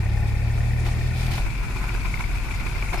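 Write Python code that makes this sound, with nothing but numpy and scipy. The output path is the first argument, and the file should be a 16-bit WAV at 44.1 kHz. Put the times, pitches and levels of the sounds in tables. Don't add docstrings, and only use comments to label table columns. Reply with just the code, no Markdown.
import sys
import numpy as np
from scipy import signal
from scipy.fft import rfft, irfft
from scipy.io import wavfile

SR = 44100
rng = np.random.default_rng(int(sys.argv[2]) if len(sys.argv) > 2 else 0)


def persist_wave(psi):
    counts = np.round(np.clip(psi, -1, 1) * 32767).astype(np.int16)
    wavfile.write(sys.argv[1], SR, np.atleast_2d(counts).T)


N = 132300
T = np.arange(N) / SR

# hz, level_db (per Hz)
CLATTER_LIGHT = [(200, 0), (370, 2), (500, -13), (700, -3), (950, 4.5), (1200, -3), (1450, 3.5),
                 (1750, -3.5), (2250, -3), (2700, -3), (3200, -19), (3750, -16.5), (6000, -18),
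                 (12000, -24)]


def from_db(db):
    return 10 ** (np.asarray(db) / 20)


def in_time(rows):
    return np.interp(T, *np.transpose(rows))


def at_hz(points, hz):
    point_hz, value = np.transpose(points)
    return np.interp(np.log(hz + 1e-6), np.log(point_hz), value)


def pan(left_over_right_db):
    gains = from_db(np.array([[left_over_right_db], [-left_over_right_db]]) / 2)
    return gains / gains.mean()


def drift(corner_hz):
    f = np.fft.rfftfreq(N, 1 / SR)
    slow = irfft(rfft(rng.standard_normal(N)) / (1 + (f / corner_hz) ** 2), N)
    return slow / slow.std()


def colour(white, spectrum):
    # hz, likeness (0-1)
    likeness = [(25, 0), (100, 0.93), (250, 1), (500, 0.6), (1000, 0.43), (2000, 0.11), (4000, 0.02),
                (12000, 0.02)]
    f = np.fft.rfftfreq(N, 1 / SR)
    alike = np.clip(at_hz(likeness, f), -1, 1)
    mid, side = rfft(white)
    stereo = np.sqrt(1 + alike) * mid + np.sqrt(1 - alike) * side * [[1], [-1]]
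    low_skirt = 1 / (1 + (spectrum[0][0] / 2 / (f + 1e-6)) ** 2)
    high_skirt = 1 / (1 + (f / spectrum[-1][0] / 2) ** 2)
    shaped = irfft(from_db(at_hz(spectrum, f)) * low_skirt * high_skirt * stereo, N)
    return shaped / shaped.std()


def noise(spectrum):
    return colour(rng.standard_normal((2, N)), spectrum)


def uneven_sizes(spread_db):
    return from_db(spread_db * np.minimum(rng.exponential(1, (2, N)), 3))


def crackle(spectrum, per_s, spread_db):
    sizes = uneven_sizes(spread_db) * rng.choice([-1, 1], (2, N))
    return colour(sizes * (rng.random((2, N)) < per_s / SR), spectrum)


def swell(s, rise_s, decay_s):
    return np.exp(-(np.minimum(T - s, 0) / rise_s) ** 2 - np.maximum(T - s, 0) / decay_s)


def cycles(rate_hz):
    return np.cumsum(rate_hz * (1 + 0.0015 * drift(7.6))) / SR


def blows(turn, decay, depth, spread_db, attack):
    blow_db = spread_db * np.clip(rng.standard_normal(1000), -2, 2)
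    strength = from_db(blow_db)[turn.astype(int)]
    age = turn % 1
    blow = (1 - np.exp(-age / attack)) * np.exp(-age / decay) * (1 - age ** 4)
    shape = 1 + depth * strength * blow / blow.max()
    return shape / np.sqrt(np.mean(shape ** 2))


def chinks(rows, rise_s, sag_hz_per_s):
    out = np.zeros(N + SR)
    age = T[:SR // 40]
    envelope = age / rise_s * np.exp(1 - age / rise_s)
    for s, db, hz in rows:
        turns = hz * age - sag_hz_per_s * (age - rise_s) ** 2 / 2
        out[int(s * SR):][:len(age)] += from_db(db) * envelope * np.sin(2 * np.pi * turns)
    return out[:N] * (1 + 0.11 * drift(610))


def exhaust(turn, orders, rough):
    total = 0
    for multiple, gain in orders:
        flutter = 1 + rough * drift(7.8)
        total = total + np.sqrt(2) * gain * flutter * np.sin(2 * np.pi * multiple * turn)
    return total


def backhoe_exhaust(turn, speed, load):
    # firing_rate_multiple, loaded_db, light_db
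    order_levels = [(1, -72, -34), (1.5, -62, -54), (2, -24.5, -53), (2.5, -97, -41.5), (3, -23.5, -41),
                    (3.5, -54, -50), (4, -43.5, -52.5), (5, -39, -54), (6, -63, -66.5), (7, -60, -54.5),
                    (9, -65, -62.5), (10, -57.5, -61)]
    # hz, gain_db
    pipe = [(55, -28), (70, 1), (82, -1.5), (104, 1), (116, 1.5), (126, -3.5), (140, 10.5), (152, 1.5),
            (200, -1.5)]
    pipe_delay_s, left_lead_s = 0.00505, 0.00048
    orders = []
    for multiple, loaded_db, light_db in order_levels:
        loaded = load * from_db(loaded_db + at_hz(pipe, multiple * speed))
        light = (1 - load) * from_db(light_db)
        orders.append((multiple, loaded + light))
    outlet = turn - pipe_delay_s * speed
    both_sides = np.array([outlet + left_lead_s * speed, outlet])
    rough = 0.05 + 0.21 * (1 - load) ** 2
    return exhaust(both_sides, orders, rough) * pan(0.5)


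def ticks(turn, load):
    hard_ticks = [.06, .17, .23, .5, .61, .71, .74, .79, .94, 1.01, 1.06, 1.12]
    tick_db, spread_db, hard_extra_db = -42.5, 1, 6.5
    tick_hz, spread_hz, rise_s = 1840, 19, 0.0034
    new_firing = np.diff(np.floor(turn), prepend=-1) > 0
    s = T[new_firing & (load > .5)]
    chance = rng.standard_normal((2, 200))[:, :len(s)]
    db = tick_db + spread_db * chance[0]
    db[[np.argmin(abs(s - hard)) for hard in hard_ticks]] += hard_extra_db
    return chinks(zip(s, db, tick_hz + spread_hz * chance[1]), rise_s, 0)


def shudder(turn):
    # peak_s, level_db
    stroke_rows = [(1.468, -39), (1.55, -43), (1.636, -35), (1.706, -39), (1.762, -38.5), (1.815, -40),
                   (1.842, -34.5), (1.89, -34), (1.949, -33.5), (2.057, -32.5), (2.147, -37),
                   (2.207, -33.5), (2.3, -38), (2.356, -36.5), (2.452, -36), (2.511, -34.5), (2.617, -37),
                   (2.668, -35.5), (2.769, -35), (2.828, -33)]
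    strokes = sum(from_db(db) * swell(s, rise_s=0.01, decay_s=0.015) for s, db in stroke_rows)
    clacks = crackle(CLATTER_LIGHT, per_s=1500, spread_db=1.5)
    return strokes * clacks * blows(2 * turn, decay=0.5, depth=0.53, spread_db=1.5, attack=0.11)


def fan_hiss():
    # hz, level_db (per Hz)
    hiss_spectrum = [(300, 6), (1000, 4.5), (3000, 0.5), (4500, 1), (7000, -4), (10000, -5.5),
                     (12500, -8.5), (13800, -12), (14800, -37), (15600, -32)]
    # time_s, level_db
    hiss_level = [(0, -47), (.5, -46.5), (.83, -44.5), (.92, -43), (1.13, -44), (1.4, -43.5), (1.55, -46),
                  (1.9, -43), (2.4, -43.5), (3, -42)]
    flutter_db = 1.63
    spectrum, f = rfft(noise(hiss_spectrum)), np.fft.rfftfreq(N, 1 / SR)
    edges_hz = [0, 2800, 5600, 11200, SR]
    hiss = 0
    for low, high in zip(edges_hz, edges_hz[1:]):
        band = irfft(spectrum * ((f >= low) & (f < high)), N)
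        hiss = hiss + band * from_db(flutter_db * drift(27))
    return from_db(in_time(hiss_level)) * hiss


def uneven_spectrum(x):
    # centre_hz, width_hz, gain_db
    peaks_and_notch = [(338, 13, 6.5), (1180, 19, 3), (1458, 45, 3), (3064, 37, 6.5), (3560, 12, 2),
                       (3820, 36, 5), (5330, 35, -15)]
    uneven_db, uneven_hz = 2.04, 30.27
    f = np.fft.rfftfreq(N, 1 / SR)
    unevenness = np.interp(f / uneven_hz, np.arange(2000), rng.standard_normal(2000))
    marked_db = sum(db / (1 + (2 * (f - hz) / width) ** 2) for hz, width, db in peaks_and_notch)
    return irfft(rfft(x) * from_db(marked_db + uneven_db * unevenness), N)


def backhoe():
    # time_s, rate_hz
    firing_rate = [(0, 34.9), (.22, 35.6), (.56, 38.37), (.95, 39.97), (1.34, 41.66), (1.63, 38.06),
                   (2.0, 37.77), (2.2, 34.33), (2.6, 33.91), (3, 33.13)]
    # time_s, share (0-1)
    engine_load = [(0, 0.72), (.35, 0.6), (.7, 0.78), (1.1, 0.66), (1.33, 0.7), (1.41, 0.11), (1.6, 0.02),
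                   (3, 0)]
    # hz, level_db (per Hz)
    clatter_loaded = [(200, -13), (260, -3), (350, 2), (470, 1.5), (620, 0.5), (770, 4), (950, -2),
                      (1200, -15), (1450, -3), (1680, -7), (2030, -1), (2500, -11), (3100, -27),
                      (6000, -22)]
    loaded_db, light_db = -41.5, -42
    speed, load = in_time(firing_rate), np.clip(in_time(engine_load), 0, 1)
    turn = cycles(speed)
    boom = backhoe_exhaust(turn, speed, load)
    knock = from_db(loaded_db) * noise(clatter_loaded)
    knock = knock * blows(turn, decay=1, depth=1.0, spread_db=0.5, attack=0.41)
    light = from_db(light_db) * noise(CLATTER_LIGHT)
    light = light * blows(turn, decay=0.32, depth=0.6, spread_db=2.5, attack=.1)
    panned = ((1 - load) * light + shudder(turn) + fan_hiss()) * pan(0.91)
    return boom + ticks(turn, load) + uneven_spectrum(np.sqrt(load) * knock + panned)


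def tractor():
    # firing_rate_multiple, level_db
    idle_orders = [(.5, -50), (1, -28.5), (1.5, -50), (2, -47.5), (2.5, -57), (3, -44), (4, -65),
                   (5, -54.5), (6, -62)]
    firing_hz = 46.12
    orders = [(multiple, from_db(db)) for multiple, db in idle_orders]
    return exhaust(cycles(firing_hz), orders, rough=.16) * pan(2.5)


def loose_steel():
    # time_s, surges_per_s
    surge_rate = [(0, 10.3), (1.5, 11), (1.75, 16.2), (2.05, 19), (3, 19.3)]
    # time_s, level_db
    rattle_level = [(0, -47.5), (1.1, -45.5), (1.35, -42), (1.6, -44), (2.2, -44.5), (3, -43)]
    # hz, level_db (per Hz)
    rattle_spectrum = [(1200, -23.5), (1850, -12), (2100, -10.5), (2300, 1), (2520, -2), (2680, -7),
                       (2900, -30), (5000, -52)]
    # start_s, level_db, ring_hz
    hard_chinks = [(1.316, -30, 2330), (1.339, -34, 2180), (1.465, -31, 2270), (1.553, -31.5, 2440),
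                   (1.771, -31.5, 2470), (1.892, -26, 2360), (2.056, -26.5, 2378), (2.141, -22, 2220),
                   (2.173, -30, 2130), (2.208, -26.5, 2260), (2.24, -26, 2230), (2.357, -28.5, 2358),
                   (2.51, -25.5, 2360), (2.599, -30, 2160), (2.667, -25, 2395), (2.757, -30, 2126),
                   (2.824, -24, 2380), (2.86, -28, 2250), (2.892, -27.5, 2230), (2.935, -27, 2346),
                   (2.973, -29.5, 2490), (2.995, -29, 2390)]
    over_rattle_db, spread_db, pitch_range_hz = 6, 4, (2000, 2560)
    rise_s, sag_hz_per_s = 0.0015, 27000
    turn = 3 * cycles(in_time(surge_rate))
    level = in_time(rattle_level)
    rattle = from_db(level) * noise(rattle_spectrum)
    rattle = rattle * blows(turn, decay=0.4, depth=0.25, spread_db=1, attack=0.095)
    touches = np.flatnonzero(np.diff(np.floor(turn)))
    small_chinks = []
    for i, (size, pitch) in zip(touches, rng.random((300, 2))):
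        db = level[i] + over_rattle_db + spread_db * (2 * size - 1)
        small_chinks.append((T[i], db, np.interp(pitch, [0, 1], pitch_range_hz)))
    soft = chinks(small_chinks, rise_s, sag_hz_per_s)
    hard = chinks(hard_chinks, rise_s, sag_hz_per_s)
    return (rattle + soft) * pan(26) + hard * pan(12)


def background():
    # hz, level_db (per Hz)
    rumble_spectrum = [(12, 4.5), (28, 6), (45, 3), (60, -4), (110, -6), (170, -11.5), (250, -20.5),
                       (400, -24), (600, -29.5), (1500, -46)]
    return from_db(-30.5) * noise(rumble_spectrum)


def hydraulics():
    # peak_s, level_db, rise_s, decay_s, pitch_hz
    whines = [(0.27, -44.5, 0.19, 0.35, 830), (2.5, -51, 0.39, .56, 277),
              (2.985, -36.5, .003, 0.0083, 5180)]
    total = 0
    for s, db, rise_s, decay_s, hz in whines:
        total = total + from_db(db) * swell(s, rise_s, decay_s) * np.sin(2 * np.pi * cycles(hz))
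    return total


def grit():
    stones_per_s, spread_db, ring_cycles = 900, 4, 8.7
    out = np.zeros((2, N))
    for hz in np.geomspace(800, 11000, 14):
        hits = rng.random((2, N)) < stones_per_s / 14 / SR
        clicks = hits * uneven_sizes(spread_db)
        radius, angle = from_db(-60 * hz / ring_cycles / SR), 2 * np.pi * hz / SR
        resonator = [1, -2 * radius * np.cos(angle), radius * radius]
        out += signal.lfilter([0, np.sin(angle)], resonator, clicks + 1e-18)
    return out / out.std()


def soil_pours():
    # peak_s, level_db, rise_s, decay_s
    pour_rows = [(.868, -40.5, 0.018, .019), (1.23, -42, 0.083, 0.069), (1.265, -45, .004, 0.009),
                 (1.311, -41, .003, .006), (1.317, -39, 0.0034, 0.016), (1.339, -41, .005, 0.008),
                 (1.358, -42.5, 0.008, 0.015), (1.38, -46, 0.017, 0.072), (2.195, -44, .004, 0.014)]
    # hz, level_db (per Hz)
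    soil_spectrum = [(200, 4), (900, 3), (2500, 10), (4500, 9), (7000, -1), (9500, 1), (14000, -2),
                     (16000, -18)]
    grit_db, crack_db = -4, -2
    pours = sum(from_db(db) * swell(s, rise_s, decay_s) for s, db, rise_s, decay_s in pour_rows)
    cracks = crackle(soil_spectrum, per_s=390, spread_db=1)
    soil = noise(soil_spectrum) + from_db(grit_db) * grit() + from_db(crack_db) * cracks
    return pours * soil


def bucket():
    # peak_s, level_db, rise_s, decay_s
    bump_rows = [(.583, -36.5, .0046, .0088), (.872, -35.5, .018, 0.042), (1.32, -42, 0.17, 0.12),
                 (1.336, -37, 0.0036, 0.011), (1.379, -30.5, 0.0034, 0.014), (2.927, -33, 0.0034, 0.013),
                 (2.934, -26.5, .003, 0.0079), (2.943, -23.5, 0.0025, 0.0071), (2.959, -33, .002, .005),
                 (2.979, -31, .005, 0.02)]
    # hz, level_db (per Hz)
    body_spectrum = [(150, 5.5), (260, -17), (360, 3.5), (480, -14), (780, 2), (1170, -8.5), (1470, -8),
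                     (1900, -12), (2400, -6), (3200, -21), (3800, -20), (8000, -27)]
    # hz, level_db (relative to the bump)
    ring_modes = [(345, -9.5), (770, -12)]
    ring_s = 0.01
    bumps, rings = 0, 0
    for s, db, rise_s, decay_s in bump_rows:
        bumps = bumps + from_db(db) * swell(s, rise_s, decay_s)
        for hz, mode_db in ring_modes:
            rings = rings + from_db(db + mode_db) * swell(s, rise_s, ring_s) * np.sin(2 * np.pi * hz * T)
    return bumps * noise(body_spectrum) + rings


def scene():
    machines = backhoe() + tractor() + loose_steel()
    return machines + background() + hydraulics() + bucket() + soil_pours()


def record(dry):
    cutoff_hz, fade_s = 15700, .003
    low_pass = signal.cheby2(16, 70, cutoff_hz, fs=SR, output="sos")
    return signal.sosfilt(low_pass, dry * np.minimum(T / fade_s, 1))


dry = scene()
out = record(dry)
persist_wave(out)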